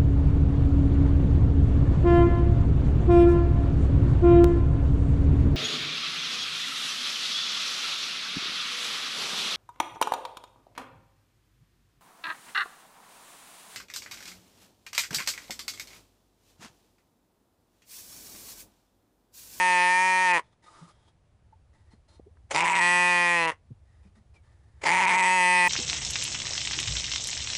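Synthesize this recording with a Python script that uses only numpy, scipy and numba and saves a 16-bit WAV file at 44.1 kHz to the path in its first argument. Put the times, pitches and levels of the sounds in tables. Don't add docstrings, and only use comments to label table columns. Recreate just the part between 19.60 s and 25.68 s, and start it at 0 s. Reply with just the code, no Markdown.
import sys
import numpy as np
from scipy import signal
from scipy.fft import rfft, irfft
from scipy.io import wavfile
from scipy.ndimage import uniform_filter1d
from numba import njit

SR = 44100
rng = np.random.default_rng(int(sys.argv[2]) if len(sys.argv) > 2 else 0)


def put_to_file(sound):
    columns = np.atleast_2d(sound).T
    safe = np.clip(columns, -1, 1)
    whole_steps = np.round(safe * 32767)
    wavfile.write(sys.argv[1], SR, whole_steps.astype(np.int16))


N = 268128
TIME = np.arange(N) / SR
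TOP_HZ = 10500

# bleat start in s, lock from rattle to tone in s, stop in s, level in dB,
# base first and second resonance in Hz, chest band gain in dB.
BLEATS = [(-.6, -.3, .793, -20, 921.5, 1950, -10.5), (2.94, 3.18, 3.908, -20.5, 946.4, 1977, -5),
          (5.249, 5.628, 6.4, -19.5, 925.5, 2008, -3.5)]
# time in s, level in dB, decay in s.
COUGHS = [(0.796, -43.5, 0.015), (2.912, -29, 0.023), (3.918, -38.5, .014), (5.218, -46.5, .02),
          (5.239, -28, 0.0074)]


def undb(db):
    return 10 ** (np.asarray(db) / 20)


def unit(x):
    return x / np.sqrt(np.mean(x ** 2))


def steady(x, size=560):
    power = uniform_filter1d(uniform_filter1d(x ** 2, size), size)
    return x / np.sqrt(np.abs(power) + 1e-12)


def curves(rows):
    times_s, *columns = np.transpose(rows)
    return [np.interp(TIME, times_s, column) for column in columns]


def bleat_index():
    return np.searchsorted([(a[2] + b[0]) / 2 for a, b in zip(BLEATS, BLEATS[1:])], TIME)


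def bleat_curves(tables):
    return np.choose(bleat_index(), [np.array(curves(rows)) for rows in tables])


def wander(rate_hz):
    return np.interp(TIME * rate_hz, np.arange(4096), rng.standard_normal(4096))


def fall(t, decay_s):
    return np.exp(-np.clip(t / decay_s, 0, 60))


def envelope(start_s, stop_s, attack_s, release_s):
    return np.clip((TIME - start_s) / attack_s, 0, 1) * fall(TIME - stop_s, release_s)


def swell(at_s, half_s):
    return fall((TIME - at_s) ** 2, half_s ** 2)


def gust(at_s, decay_s, rise_s=.0035):
    return fall(at_s - TIME, rise_s) * fall(TIME - at_s, decay_s)


def band(x, lo_hz, hi_hz, order=4):
    sos = signal.butter(order, [lo_hz, min(hi_hz, SR / 2 - 1)], "band", fs=SR, output="sos")
    return signal.sosfiltfilt(sos, x)


def lows(x, top_hz):
    return signal.sosfiltfilt(signal.butter(2, top_hz, fs=SR, output="sos"), x)


def colour(x, points, size=4096):
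    hz, db = np.transpose(points)
    gain_db = np.interp(np.log(np.fft.rfftfreq(size, 1 / SR) + 1), np.log(hz), db)
    cepstrum = irfft(np.log(undb(gain_db)))
    cepstrum[1:size // 2] *= 2
    cepstrum[size // 2 + 1:] = 0
    return signal.fftconvolve(x, irfft(np.exp(rfft(cepstrum))))[:len(x)]


@njit
def resonate(x, hz, width_hz):
    y, band_state, low_state = np.empty(len(x)), 0., 0.
    for i in range(len(x)):
        g, damping = np.tan(np.pi * hz[i] / SR), width_hz[i] / hz[i]
        passed = (band_state + g * (x[i] - low_state)) / (1 + g * (g + damping))
        band_state = 2 * passed - band_state
        low_state += 2 * g * passed
        y[i] = damping * passed
    return y


def bell(x, hz, width_hz, db):
    return x + (undb(db) - 1) * resonate(x, np.full(N, hz * 1.), np.full(N, width_hz * 1.))


def bells(x, rows, amount=1):
    for hz, width_hz, db in rows:
        x = bell(x, hz, width_hz, db * amount)
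    return x


def clicks(at, sizes, order=8):
    taps = at.astype(int)[:, None] + np.arange(1 - order, order + 1)
    offset = taps - at[:, None]
    shape = np.sinc(offset) * np.sinc(offset / order)
    return np.bincount(np.clip(taps, 0, N - 1).ravel(), (sizes[:, None] * shape).ravel(), N)


def folds(pitch_hz, rough, throat_hz):
    jitter_s, clean_scatter_db, rough_scatter_db = .0005, .35, 3.2
    rebound_share, rebound_s, rebound_spread_s = .3, .0026, .0006
    puff_s, hiss_db, rasp_db, cough_air_db = .0035, -31, -26.5, -10.5
    cycles = np.cumsum(pitch_hz) / SR
    due = np.interp(np.arange(int(cycles[-1])), cycles, np.arange(N))
    strain = rough[due.astype(int)]
    slip, force, bounce, delay = rng.standard_normal((2048, 4))[:len(due)].T
    slip = signal.lfilter([1], [1, -.4], slip)
    snaps = due + SR * jitter_s * strain * slip
    ring_cycles = np.cumsum(throat_hz) / SR
    nearest_cycle = np.round(np.interp(snaps, np.arange(N), ring_cycles))
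    crests = np.interp(nearest_cycle, ring_cycles, np.arange(N))
    snaps += np.tanh((strain / .6) ** 2) * (crests - snaps)
    snap_db = (clean_scatter_db + rough_scatter_db * strain) * np.minimum(force, 2)
    rebounds = snaps + SR * (rebound_s + rebound_spread_s * delay)
    pulses = clicks(snaps, undb(snap_db)) + clicks(rebounds, rebound_share * strain * np.abs(bounce))
    pulses += rough * lows(clicks(snaps, np.ones(len(due))) - pulses, top_hz=1300)
    puffs = signal.lfilter([1], [1, -np.exp(-1 / (puff_s * SR))], pulses)
    hiss = undb(hiss_db) * band(rng.standard_normal(N), 2800, TOP_HZ, order=2)
    cough_air = undb(cough_air_db) * sum(gust(at_s, decay_s=.014) for at_s, _, _ in COUGHS)
    rasp = (undb(rasp_db) * rough * puffs + cough_air) * rng.standard_normal(N)
    ragged = pulses + puffs * hiss + rasp
    even = clicks(due, np.ones(len(due)))
    return ragged + .85 * rough * lows(even - ragged, top_hz=340)


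def throat(source, rough, centres_hz, jaw, nose, opening):
    # frequency in Hz, gain in dB.
    voice_colour = [(70, -30), (120, -0.5), (170, 6), (350, -0.5), (700, -3), (1100, -2.5), (1500, 0),
                    (2100, 3), (2800, -1.5), (3200, -2.5), (3650, -4.5), (4400, -5.5), (6000, -2.5),
                    (7400, -5), (9300, -4.5), (10500, -16)]
    resonance_widths = [(27.3, 25, 73, 810), (37, 200, 220, 644), (88, 100, 70, 600)]
    # centre in Hz, width in Hz, gain in dB.
    pockets = [(1455, 240, -4.5), (3180, 160, 2.5), (3780, 150, -7.5), (7470, 700, -5.5), (9770, 600, 4.5)]
    x = colour(source, voice_colour)
    x = x - 2 * resonate(x, np.full(N, 3000.), np.full(N, 1800.))
    for hz, (clean_hz, blur_hz, damp_hz, skirt_hz) in zip(centres_hz, resonance_widths):
        width_hz = clean_hz + blur_hz * rough + damp_hz * nose ** 2 + 206 * opening
        shaken_hz = hz * (1 + .04 * rough * wander(160))
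        x = x + (skirt_hz / width_hz - 1) * resonate(x, shaken_hz, width_hz)
    for hz, width_hz, db in pockets:
        drifting_hz = hz * (1 - .031 * (jaw - .5) + .02 * wander(4))
        shimmer_db = 2 * wander(12)
        x = bell(x, drifting_hz, width_hz, db * (1 - rough) + shimmer_db)
    nasal_db = -1 + 14.5 * nose + 10 * opening
    return bell(x, hz=500, width_hz=150, db=nasal_db)


def tongue(x, held, width_hz=43):
    # centre in Hz, gain in dB.
    tongue_bands = [
        [(1290, 3), (2030, -0.5), (3560, -10)],
        [(2140, -12.5)],
        [(1450, -8), (1810, 3.5), (2350, 3), (3070, 6)],
    ]
    shaped = [bells(x, [(hz, width_hz, db) for hz, db in rows], held) for rows in tongue_bands]
    return np.choose(bleat_index(), shaped)


def grain(x, lo_hz, rough, spacing_hz=450):
    for hz in np.arange(lo_hz, TOP_HZ, spacing_hz):
        flicker_db = 3.4 * wander(32) + 4.5 * rough * wander(130)
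        x = bell(x, hz, spacing_hz / 2, flicker_db)
    return x


def high_ring(source, width_hz=180.):
    # time in s, frequency in Hz, level in dB, half length in s.
    ring_swells = [(0.074, 8280, -53, 0.12), (3.282, 7920, -39.5, 0.2), (5.626, 7760, -42.5, 0.1),
                   (5.89, 8143, -38, 0.2)]
    ring_hz = curves(ring_swells)[0]
    gain = sum(undb(db) * swell(at_s, half_s) for at_s, _, db, half_s in ring_swells)
    return gain * steady(resonate(source, ring_hz, np.full(N, width_hz)))


def bleats():
    strain = [(1, .012, 1), (1, .017, 1), (.72, .032, .7)]
    # time in s, jaw opening 0-1, nose opening 0-1.
    mouth = [
        [(.05, 0.7, 0.39), (.25, 0.74, 0.38), (.38, 0.99, 0.3), (.6, 0.81, 0.43), (.72, .68, 0.3),
         (.8, 0.85, 0.74)],
        [(3, 0.9, 0.1), (3.2, 0.74, 0.01), (3.3, 0.55, 0.18), (3.72, 0.79, 0.51), (3.88, 0.24, 0.83)],
        [(5.28, 1, 0.1), (5.52, 1, 0), (5.76, 0.43, 0.47), (6.05, 0.67, 0.25)],
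    ]
    # time in s, held pitch in Hz.
    held_pitch = [
        [(0.0, 182.5), (0.21, 179), (0.438, 185.6), (0.626, 184.6), (0.728, 178.1), (0.772, 166.3),
         (0.79, 156.7)],
        [(3.21, 175.7), (3.36, 177.6), (3.498, 177.7), (3.742, 173), (3.92, 157.8)],
        [(5.652, 184.2), (5.748, 184.1), (5.778, 182), (6.07, 177.9)],
    ]
    # time in s, dip in dB, added roughness 0-1, third resonance jump in Hz.
    catches = [(0.728, -21, .06, 1), (3.033, -25.5, 0, 600), (3.14, -38, 0.08, -62), (3.204, -33, 0, 0.5),
               (3.868, -22, .14, 59), (5.464, -29, 0.01, 150), (5.571, -22, 0, 0), (5.618, -24, 0.07, -7)]
    # centre in Hz, width in Hz, gain in dB.
    rattle_bands = [(960, 300, 2.5), (5060, 1500, -0.5), (7100, 1100, 6.5)]
    burst_bands = [(400, 350, 9.5), (1750, 610, -8), (4966, 680, 16)]
    closing_bands = [(1150, 500, 1.5), (2470, 900, -9)]
    split_hz, opening_s, crack_s = 3700, .012, .015

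    start_s, lock_s, stop_s, level_db, first_hz, second_hz, chest_db = np.array(BLEATS)[bleat_index()].T
    rattle, held_rough, burst_force = np.array(strain)[bleat_index()].T
    jaw, nose = np.clip(bleat_curves(mouth), 0, 1)
    held_hz, = bleat_curves(held_pitch)
    age_s, left_s = TIME - start_s, stop_s - TIME
    opening, burst = fall(age_s, opening_s), burst_force * fall(age_s, .045)
    closing, slack = fall(left_s, .016), fall(left_s, .12)

    clearing_s = .085 * (lock_s - start_s)
    unlocked = (1 - np.tanh((TIME - lock_s) / clearing_s / 2)) / 2
    crack_rough = sum(extra * swell(at_s, crack_s) for at_s, _, extra, _ in catches)
    rough = np.clip(held_rough + rattle * unlocked + .15 * fall(left_s, .035) + crack_rough, 0, 1)
    jump_hz = sum(hz * swell(at_s, crack_s) for at_s, _, _, hz in catches)
    catch_db = sum(db * swell(at_s, half_s=.005) for at_s, db, _, _ in catches)

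    lurch = rough * wander(45)
    vowel_ratio = 1 + .05 * lurch
    scoop = .17 * fall(age_s, .06)
    pitch_hz = held_hz * (1 - scoop + .002 * wander(30) + .018 * lurch)
    source = folds(pitch_hz, rough, first_hz * vowel_ratio)

    centres_hz = [first_hz + 79.9 * closing,
                  (second_hz - 146 * jaw + 165 * rough + jump_hz / 2) * vowel_ratio,
                  (2779 - 416.8 * jaw + jump_hz) * vowel_ratio]
    voice = throat(source, rough, centres_hz, jaw, nose, opening)
    voice = bell(voice, hz=165, width_hz=80, db=chest_db)
    voice = tongue(voice, held=1 - rough)
    voice = grain(voice, split_hz, rough)
    voice = bells(voice, rattle_bands, rough)
    voice = bells(voice, burst_bands, burst * fall(-age_s, opening_s))
    voice = bells(voice, closing_bands, closing)
    voice = bell(voice, hz=3500, width_hz=1100, db=catch_db)

    treble = band(voice, split_hz, 2 * TOP_HZ)
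    treble_db = -17.5 + 10.5 * burst - 3 * slack + catch_db
    voice = steady(voice - treble) + undb(treble_db) * steady(treble)
    effort_db = -2.5 * rough - 6 * nose ** 2 - 3.5 * fall(left_s, .0062)
    effort = undb(effort_db) * envelope(start_s, stop_s, attack_s=.013, release_s=.0049)
    coughs = sum(undb(db) * gust(at_s, decay_s) for at_s, db, decay_s in COUGHS)
    return (undb(level_db) * effort + coughs) * voice + effort * high_ring(source)


def pen_echo(x):
    t = TIME[:SR]

    def tail(noise, db, t60_s, delay_s):
        decay = noise * undb(-60 * t / t60_s) * (t > delay_s)
        return undb(db) * decay / np.linalg.norm(decay)

    ground, pen, straw = rng.standard_normal((3, SR))
    response = tail(ground, db=-21, t60_s=.05, delay_s=.003)
    response += tail(band(pen, 300, 4800, order=1), db=-52, t60_s=.4, delay_s=.015)
    response += tail(band(straw, 3500, 2 * TOP_HZ, order=2), db=-14, t60_s=.02, delay_s=.001)
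    return signal.fftconvolve(x, response)[:N]


def yard_air(level_db=-67.5):
    spectrum_hz_db = [(60, -13), (120, -8), (300, -21), (700, -23), (1500, -32), (10000, -46.5)]
    return undb(level_db) * unit(colour(rng.standard_normal(N), spectrum_hz_db))


def hand_rumble():
    # time in s, level in dB.
    rumble_levels = [(0.49, -77.5), (2.25, -58.5), (2.95, -57), (3.27, -75), (3.79, -72), (4.06, -58),
                     (5.2, -56), (5.79, -70), (6.08, -72)]
    # frequency in Hz, gain in dB.
    rumble_colour = [(20, -19.5), (50, -7.5), (70, 3), (110, -5.5), (250, -53)]
    level_db, = curves(rumble_levels)
    return undb(level_db) * unit(colour(rng.standard_normal(N), rumble_colour))


def snuffles():
    # start in s, length in s, level in dB, resonance in Hz.
    puffs = [(0.83, 0.1, -72, 3450), (1.021, 0.033, -64, 1915), (1.033, 0.029, -63.5, 3780),
             (1.061, 0.23, -58, 1214), (1.302, 0.19, -70, 3290), (2.128, 0.21, -71, 1895),
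             (2.304, 0.025, -66, 4230), (2.478, 0.074, -62, 4150), (4.25, 0.16, -74.5, 1850),
             (4.426, 0.05, -68.5, 2410), (4.547, 0.04, -66.5, 1900), (4.735, 0.033, -68, 2440),
             (4.827, 0.38, -73.5, 1792)]
    # centre in Hz, width in Hz, gain in dB.
    nose_modes = [(326, 21, 13), (906, 42, 9.5), (1230, 60, 7), (1970, 80, 5.5), (3080, 49, 2.5),
                  (3720, 23, 10), (5040, 110, 6.5)]
    # frequency in Hz, gain in dB.
    nose_colour = [(100, -16), (330, -12.5), (600, -8), (1200, -13.5), (1600, -14.5), (2700, -19),
                   (3900, -16.5), (10000, -21.5)]
    air = bells(colour(rng.standard_normal(N), nose_colour), nose_modes)
    hiss = band(air, 2200, 2 * TOP_HZ, order=1)
    loudest_db = max(db for _, _, db, _ in puffs)
    out = np.zeros(N)
    for start_s, length_s, db, hz in puffs:
        hiss_db = .38 * (db - loudest_db)
        puff = bell(air - hiss + undb(hiss_db) * hiss, hz, width_hz=170, db=13)
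        shape = envelope(start_s, start_s + length_s, attack_s=.0091, release_s=.018)
        out += undb(db) * shape * unit(puff)
    flutter_db = 2.6 * wander(45)
    return out * undb(flutter_db)


def thumps_and_squelches():
    # start in s, level in dB, frequency in Hz, rise and decay time in s,
    # relative glide per s, noise share 0-1.
    events = [(1.078, -44, 1220, .007, 2, .2), (1.212, -37.5, 157, 0.017, 2, 0.27),
              (1.924, -48, 875, 0.0082, 0.5, 0.12), (2.33, -44, 201.2, 0.0083, 4, 0.54),
              (2.595, -37, 381, 0.0025, -17, 1), (2.66, -44.5, 349, 0.011, 11, 0.22),
              (2.769, -53, 988.4, 0.0029, -1, 1), (4.104, -25, 118.5, 0.00863, 2, 0.66),
              (4.444, -46.5, 185, 0.019, 1.5, .4), (4.558, -51, 214.4, 0.022, 0, 0.29),
              (4.755, -55, 2400, 0.013, -1.5, 0.26)]
    t = TIME[:SR // 5]
    out = np.zeros(N)
    for start_s, db, hz, swell_s, glide, noisy in events:
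        shape = np.minimum(t / swell_s, np.exp(1 - t / swell_s))
        tone = np.sin(2 * np.pi * hz * (t + glide * t ** 2 / 2))
        noise = unit(band(rng.standard_normal(len(t)), hz / 2, hz * 2, order=2))
        start = int(start_s * SR)
        out[start:start + len(t)] += undb(db) * shape * ((1 - noisy) * tone + noisy * noise / 2)
    return out


def scene():
    sheep = bleats() + snuffles()
    return (sheep + pen_echo(sheep) + thumps_and_squelches() + hand_rumble() + yard_air())[None]


def record(dry):
    ceiling, knee = .33, 8
    limited = dry / (1 + np.abs(dry / ceiling) ** knee) ** (1 / knee)
    return signal.sosfilt(signal.ellip(8, .2, 70, TOP_HZ, fs=SR, output="sos"), limited)


dry = scene()
out = record(dry)
put_to_file(out)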